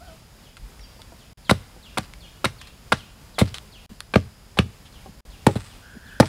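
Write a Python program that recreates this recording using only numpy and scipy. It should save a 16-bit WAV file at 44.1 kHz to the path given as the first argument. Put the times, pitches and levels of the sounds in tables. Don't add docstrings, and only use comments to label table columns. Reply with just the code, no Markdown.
import sys
import numpy as np
from scipy import signal
from scipy.fft import rfft, irfft
from scipy.io import wavfile
from scipy.ndimage import uniform_filter1d

SR = 44100
rng = np.random.default_rng(int(sys.argv[2]) if len(sys.argv) > 2 else 0)


def dump_mix(stems):
    frames = np.atleast_2d(stems).T
    limited = np.clip(frames, -1, 1)
    pcm = np.round(limited * 32767).astype(np.int16)
    wavfile.write(sys.argv[1], SR, pcm)


N = 276948

# freq_hz, gain_db
LITTER_SPECTRUM = [(60, -17), (400, -8), (1200, 3.5), (3600, 1), (6500, -8.5), (9500, -8.5), (12500, -24),
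                   (16000, -26)]


def gain_of(db):
    return 10 ** (np.asarray(db) / 20)


def unit_rms(x):
    return x / np.sqrt(np.mean(x ** 2) + 1e-20)


def curve_at(points, hz):
    freq_hz, value = np.transpose(points)
    return np.interp(np.log(hz + 1), np.log(freq_hz), value)


def add(mix, start_s, sound):
    part = mix[max(round(start_s * SR), 0):][:len(sound)]
    part += sound[:len(part)]


def noise(spectrum, size):
    hz = np.fft.rfftfreq(size, 1 / SR)
    return unit_rms(irfft(rfft(rng.standard_normal(size)) * gain_of(curve_at(spectrum, hz)), size))


def echoes(x, decay, strength, onset_s):
    hz, t, scatter = signal.stft(rng.choice([-1., 1.], SR // 2), SR, nperseg=256)
    envelope = gain_of(-60 * t / curve_at(decay, hz)[:, None]) * (1 - np.exp(-t / onset_s))
    band_energy = (envelope ** 2).sum(1, keepdims=True) * t[1] * SR
    envelope *= gain_of(curve_at(strength, hz))[:, None] / np.sqrt(band_energy)
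    response = signal.istft(scatter * envelope, SR, nperseg=256)[1]
    return signal.fftconvolve(x, response)[:N]


def air():
    spectrum = [(12, -41), (25, -8), (52, 4.5), (80, -3.5), (130, -5), (220, -10.5), (330, -18),
                (480, -17.5), (800, -19.5), (2000, -24), (4300, -27), (6000, -29.5), (10000, -32),
                (15500, -36.5)]
    contour = [(0, -47), (1.3, -47.5), (2.5, -47.5), (3.8, -47), (4, -49), (5.2, -47.5), (5.3, -47),
               (6.28, -47)]
    drift_db = np.interp(np.arange(N) / SR, *np.transpose(contour))
    swell_db = 0.87 * noise([(1, 3), (4, 7), (20, -42), (100, -105)], N)
    return noise(spectrum, N) * gain_of(drift_db + swell_db)


def insects():
    bands = [(5000, 670, -65), (6970, 500, -71.5), (10940, 700, -71.5)]
    out = np.zeros(N)
    for hz, width_hz, db in bands:
        band = [(hz - 2 * width_hz, -45), (hz - width_hz / 2, -4), (hz, 0),
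                (hz + width_hz / 2, -4), (hz + 2 * width_hz, -45)]
        out += gain_of(db) * noise(band, N)
    return out


def breeze():
    gusts = [(0.587, 0.11, -39), (0.762, 0.16, -49), (5.26, 0.06, -42.5)]
    out = np.zeros(N)
    for start_s, length_s, db in gusts:
        puff = noise([(20, -29), (50, 15), (80, -23), (300, -58), (2000, -80)], SR)[:round(length_s * SR)]
        add(out, start_s, gain_of(db) * unit_rms(puff * np.hanning(len(puff))))
    return out


def bird_note(contour, waver, octave_db):
    time_s, hz, db = np.transpose(contour)
    t = np.arange(time_s[0], time_s[-1], 1 / SR)
    wobble = noise([(20, -1), (150, -1.5), (600, -44)], SR)[:len(t)]
    phase = 2 * np.pi * np.cumsum(np.interp(t, time_s, hz) * (1 + waver * wobble)) / SR
    tone = unit_rms(np.sin(phase) + gain_of(octave_db) * np.sin(2 * phase))
    return tone * gain_of(np.interp(t, time_s, db)) * signal.windows.tukey(len(t), 0.15)


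def birds():
    # time_s, pitch_hz, gain_db
    falling_chirp = [(0, 5000, 4), (.016, 3676, -0.5), (.045, 2980, 4.5), (.08, 2253, -8)]
    trill = [(5.81, 1550, -50), (5.9, 1601, -53.5), (6.02, 1652, -56), (6.08, 1614, -49.5),
             (6.22, 1636, -51)]
    whistle = [(.8, 5750, -50), (.83, 5330, -56), (0.839, 4700, -48), (.9, 4700, -60), (.96, 4730, -75)]
    hen = [(0, 617, -46), (.04, 776, -49.5), (.07, 739, -51), (.09, 646, -49), (.14, 637, -49)]
    runs = [(0.048, 1.3, -61), (1.445, 3.8, -53.5), (4.92, 6.2, -59)]
    period_s = 0.379
    far, clear = np.zeros((2, N))
    for start_s, end_s, db in runs:
        for chirp_s in np.arange(start_s, end_s, period_s):
            add(far, chirp_s, gain_of(db) * bird_note(falling_chirp, waver=0.0433, octave_db=-16))
    add(far, trill[0][0], bird_note(trill, waver=0.07, octave_db=-14.5))
    add(clear, whistle[0][0], bird_note(whistle, waver=0.0026, octave_db=-35))
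    add(clear, hen[0][0], bird_note(hen, waver=0.01, octave_db=-6))
    scatter = echoes(far + gain_of(-4) * clear, decay=[(500, 0.11), (5000, 0.78)],
                     strength=[(500, -2), (5000, 0.63)], onset_s=0.0082)
    return gain_of(-0.5) * far + gain_of(-2.5) * clear + scatter


def click(spectrum, tilt_db_oct, chip_hz, chip_db, fizz_db=0, size=2048):
    hz = np.maximum(abs(np.fft.fftfreq(size, 1 / SR)), 1)
    db = curve_at(spectrum, hz) + tilt_db_oct * np.log2(np.maximum(hz, 250) / 1000)
    db += chip_db / (1 + (np.log2(hz / chip_hz) / 0.17) ** 2)
    db += fizz_db / (1 + (6000 / hz) ** 6)
    minimum_phase = np.exp(signal.hilbert(np.log(gain_of(db))).conj())
    wave = np.fft.ifft(minimum_phase).real
    return wave / np.linalg.norm(wave)


def crackle(body, length_s, fade_db, rate_hz, spread_db):
    t = np.arange(SR // 3) / SR
    fires = (rng.random(len(t)) < rate_hz / SR) | (t == 0)
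    size = gain_of(spread_db * np.minimum(rng.exponential(1, len(t)), 3))
    sign = rng.choice([-1, 1], len(t))
    release = np.exp(-np.maximum(t - length_s, 0) / (0.00025 + 0.21 * length_s))
    force = gain_of(-fade_db * np.minimum(t / length_s, 1)) * release
    sound = signal.fftconvolve(fires * sign * size * force, body)
    return sound * np.linalg.norm(force) / np.linalg.norm(sound)


def litter(length_s, db, tilt_db_oct, pitch_hz, fade_db=7, rate_hz=1300):
    twig = click(LITTER_SPECTRUM, tilt_db_oct, pitch_hz, chip_db=9)
    return gain_of(db) * crackle(twig, length_s, fade_db, rate_hz, spread_db=1)


def stick_ring(pitch_ratio, damping):
    modes = [(496, 0.5, .05), (720, 5.5, 0.014), (979, 5.5, 0.039), (1364, 3.5, 0.042), (2026, 2.5, .036),
             (3900, -25, 0.028)]
    t = np.arange(SR // 10) / SR
    return sum(gain_of(db - 60 * damping * t / t60_s) * np.cos(2 * np.pi * hz * pitch_ratio * t)
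               for hz, db, t60_s in modes)


def handling():
    knocks = [(.994, -46, 0.92), (1.122, -42, 0.69), (1.764, -43, 0.37), (5.06, -38.5, 0.79),
              (5.487, -17, 0.4), (6.24, -27, 0.46)]
    cracks = [(.569, 0.0089, -40.5, 1380), (.794, 0.0039, -44, 2020), (1.018, .0054, -39, 3500),
              (2.137, 0.0021, -33.5, 2210), (2.614, 0.0072, -36, 1620), (2.672, 0.012, -44, 4240),
              (3.543, 0.005, -27, 3200), (3.548, 0.03, -37, 4040), (3.584, 0.0012, -25, 3270),
              (4.005, 0.0025, -25, 4060), (4.855, 0.023, -48.5, 3290), (6.256, 0.011, -35, 4970)]
    out = np.zeros(N)
    for start_s, db, pitch_ratio in knocks:
        ring = signal.lfilter(*signal.butter(3, 900, fs=SR), stick_ring(pitch_ratio, damping=0.57))
        add(out, start_s, 2 * gain_of(db) * ring / abs(ring).max())
    for start_s, length_s, db, hz in cracks:
        add(out, start_s, litter(length_s, db, tilt_db_oct=1, pitch_hz=hz))
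    return out


def log_thump(force_db, tilt_db_oct, pitch_ratio, size=16384):
    thud = [(30, -1), (60, 26), (95, 39.5), (130, 37), (160, 34), (205, 40.5), (260, 32), (330, 25.5),
            (480, 29), (650, 26), (850, 16), (1500, 10), (4000, -25), (15000, -32)]
    bending = [(60, 0.01302), (130, 0.014), (200, 0.0089), (350, 0.0052), (600, 0.00344), (1200, 0.0013),
               (4000, 0.0012)]
    modes = [(98.7, -33, 0.43), (130.7, -31, 0.2), (230, -37, 0.18), (280.7, -25.5, 0.13), (391, -33, 0.12),
             (500, -53, 0.11)]
    hz = np.fft.rfftfreq(size, 1 / SR)
    t = np.arange(size) / SR
    ring = sum(gain_of(db - 60 * t / t60_s) * np.sin(2 * np.pi * (f_hz * pitch_ratio * t + rng.random()))
               for f_hz, db, t60_s in modes)
    spectrum = gain_of(curve_at(thud, hz / pitch_ratio)) + rfft(ring * (1 - np.exp(-t / 0.009)))
    lag_turns = np.cumsum(curve_at(bending, hz / pitch_ratio) / pitch_ratio) * SR / size
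    force = gain_of(force_db + tilt_db_oct * np.log2(np.maximum(hz, 100) / 200))
    return irfft(force * spectrum * np.exp(-2j * np.pi * lag_turns))[:-size // 8]


def landing(force_db, tilt_db_oct, pitch_ratio, chips_db, shower_s, shower_hz):
    rebound_s, rebound_db, fall_s = 0.0098, -21.5, 0.044
    out = np.zeros(SR // 2)
    add(out, 0, log_thump(force_db, tilt_db_oct, pitch_ratio))
    add(out, rebound_s, log_thump(force_db + rebound_db, tilt_db_oct, pitch_ratio))
    chips = litter(shower_s, chips_db, tilt_db_oct=-0.3, pitch_hz=shower_hz, fade_db=9.5, rate_hz=470)
    add(out, fall_s, chips)
    return out


def cut(db, chip_hz, stick_ratio, length_s, tilt_db_oct, fizz_db, fade_db=0):
    ring = stick_ring(stick_ratio, damping=1.7)
    fibres = [(50, -15), (200, 1), (550, 0), (1400, -1.5), (2600, -4), (4200, -6.5), (6500, -19),
              (8000, -14.5), (10500, -17.5), (12500, -28), (16000, -32)]
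    fracture = click(fibres, tilt_db_oct, chip_hz, chip_db=10, fizz_db=fizz_db)
    body = signal.fftconvolve(fracture, signal.unit_impulse(len(ring)) + gain_of(-35) * ring)
    tear = crackle(body, length_s, fade_db, rate_hz=7000, spread_db=2.5)
    splinter = click(LITTER_SPECTRUM, tilt_db_oct=-2.7, chip_hz=5840, chip_db=8.5)
    splinters = crackle(splinter, length_s=0.04, fade_db=19, rate_hz=2200, spread_db=-0.5)
    add(tear, length_s, gain_of(-19.5) * splinters)
    return gain_of(db) * tear


def slanting_strokes():
    # start_s, slice_s, entry_db, entry_hz, slice_db, slice_db_oct, snap_db, snap_hz,
    # snap_fizz_db, stick_ratio, force_db, thud_db_oct, log_ratio, chips_db
    strokes = [(1.4949, 0.015, -10.5, 2120, -19, 1.8, -12.5, 4300, 2, 0.99, -0.5, 1.5, 0.98, -53),
               (1.973, 0.0089, -20, 1150, -21.5, 0.1, -19.5, 4430, 5.5, 1.04, -15.5, 0.5, 1.09, -47),
               (2.4435, 0.01, -16.5, 1300, -15, 0.7, -15.5, 1940, -9, 0.98, -13.5, -3, 1.1, -62),
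               (2.9207, 0.0062, -9.5, 1480, -16.5, 0.6, -16, 3900, -8, 1.02, -12, 0, 1.06, -46),
               (3.3835, .030, -22, 700, -18.5, 0.84, -25, 2100, -18, 0.99, 1, -1.1, 1.01, -42),
               (4.138, 0.019, -18, 2350, -27.5, -3.5, -13, 615, -13, 1.14, 2, 2, 0.99, -50),
               (4.572, .016, -28, 830, -31, -1.5, -10.5, 2720, -5.5, 1.063, -0.7, 0.2, 0.94, -63)]
    slice_delay_s, slice_hz = 0.004, 3830
    out = np.zeros(N)
    for (start_s, slice_s, entry_db, entry_hz, slice_db, slice_db_oct,
         snap_db, snap_hz, fizz_db, stick_ratio, *blow) in strokes:
        entry = cut(entry_db, entry_hz, stick_ratio, length_s=0.0045, tilt_db_oct=-0.4, fizz_db=-3)
        hiss = cut(slice_db, slice_hz, stick_ratio, slice_s, slice_db_oct, fizz_db=6.5, fade_db=10.5)
        snap = cut(snap_db, snap_hz, stick_ratio * 1.059,
                   length_s=0.0031, tilt_db_oct=1.5, fizz_db=fizz_db)
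        add(out, start_s, entry)
        add(out, start_s + slice_delay_s, hiss)
        add(out, start_s + slice_s, snap)
        add(out, start_s + slice_s, landing(*blow, shower_s=0.048, shower_hz=4900))
    return out


def square_chops():
    # start_s, bite_s, bite_db, chip_hz, kick_db, force_db, thud_db_oct, log_ratio, chips_db
    chops = [(5.4658, 0.0052, -11, 974, -31.5, 1.5, 0.7, 1.16, -46),
             (5.556, 0.018, -36, 3900, -42, -10, -2, 1.06, -48.5),
             (6.2, .0075, -11.5, 5150, -20, 3.5, 1.5, 1.149, -43)]
    stick_ratio, kick_delay_s, kick_hz = 0.892, 0.024, 2260
    out = np.zeros(N)
    for start_s, bite_s, bite_db, chip_hz, kick_db, *blow in chops:
        bite = cut(bite_db, chip_hz, stick_ratio, bite_s, tilt_db_oct=0, fizz_db=6.5, fade_db=0.5)
        add(out, start_s, bite)
        add(out, start_s, landing(*blow, shower_s=0.17, shower_hz=8100))
        kick = cut(kick_db, kick_hz, stick_ratio, length_s=0.01, tilt_db_oct=-5, fizz_db=-1, fade_db=4)
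        add(out, start_s + kick_delay_s, kick)
    return out


def chopping():
    yard_decay = [(80, 0.29), (300, -0.23), (1000, 0.8), (3500, 0.36), (12000, 0.3)]
    yard_strength = [(80, -4), (300, -23.5), (1000, -32.5), (3500, -23.5), (12000, -18)]
    direct = slanting_strokes() + square_chops() + handling()
    near = echoes(direct, decay=[(100, 0.049), (1000, 0.062), (10000, 0.088)],
                  strength=[(100, -23), (600, -11), (10000, -23.5)], onset_s=0.0076)
    return direct + near + echoes(direct, yard_decay, yard_strength, onset_s=0.005)


def scene():
    return (chopping() + birds() + air() + insects() + breeze())[None]


def record(dry):
    dropouts = [(1.333, 1.373), (3.863, 3.893), (5.208, 5.251)]
    dropout_db, cutoff_hz = -35, 15750
    t = np.arange(N) / SR
    muted = sum((t > start_s) & (t < end_s) for start_s, end_s in dropouts)
    gate = gain_of(dropout_db * uniform_filter1d(muted.astype(float), size=60))
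    clipped = np.clip(dry * gate, -1, 1)
    lowpass = signal.firwin(301, cutoff_hz, window=("kaiser", 8), fs=SR)
    return signal.oaconvolve(clipped, lowpass[None], "same")


dry = scene()
out = record(dry)
dump_mix(out)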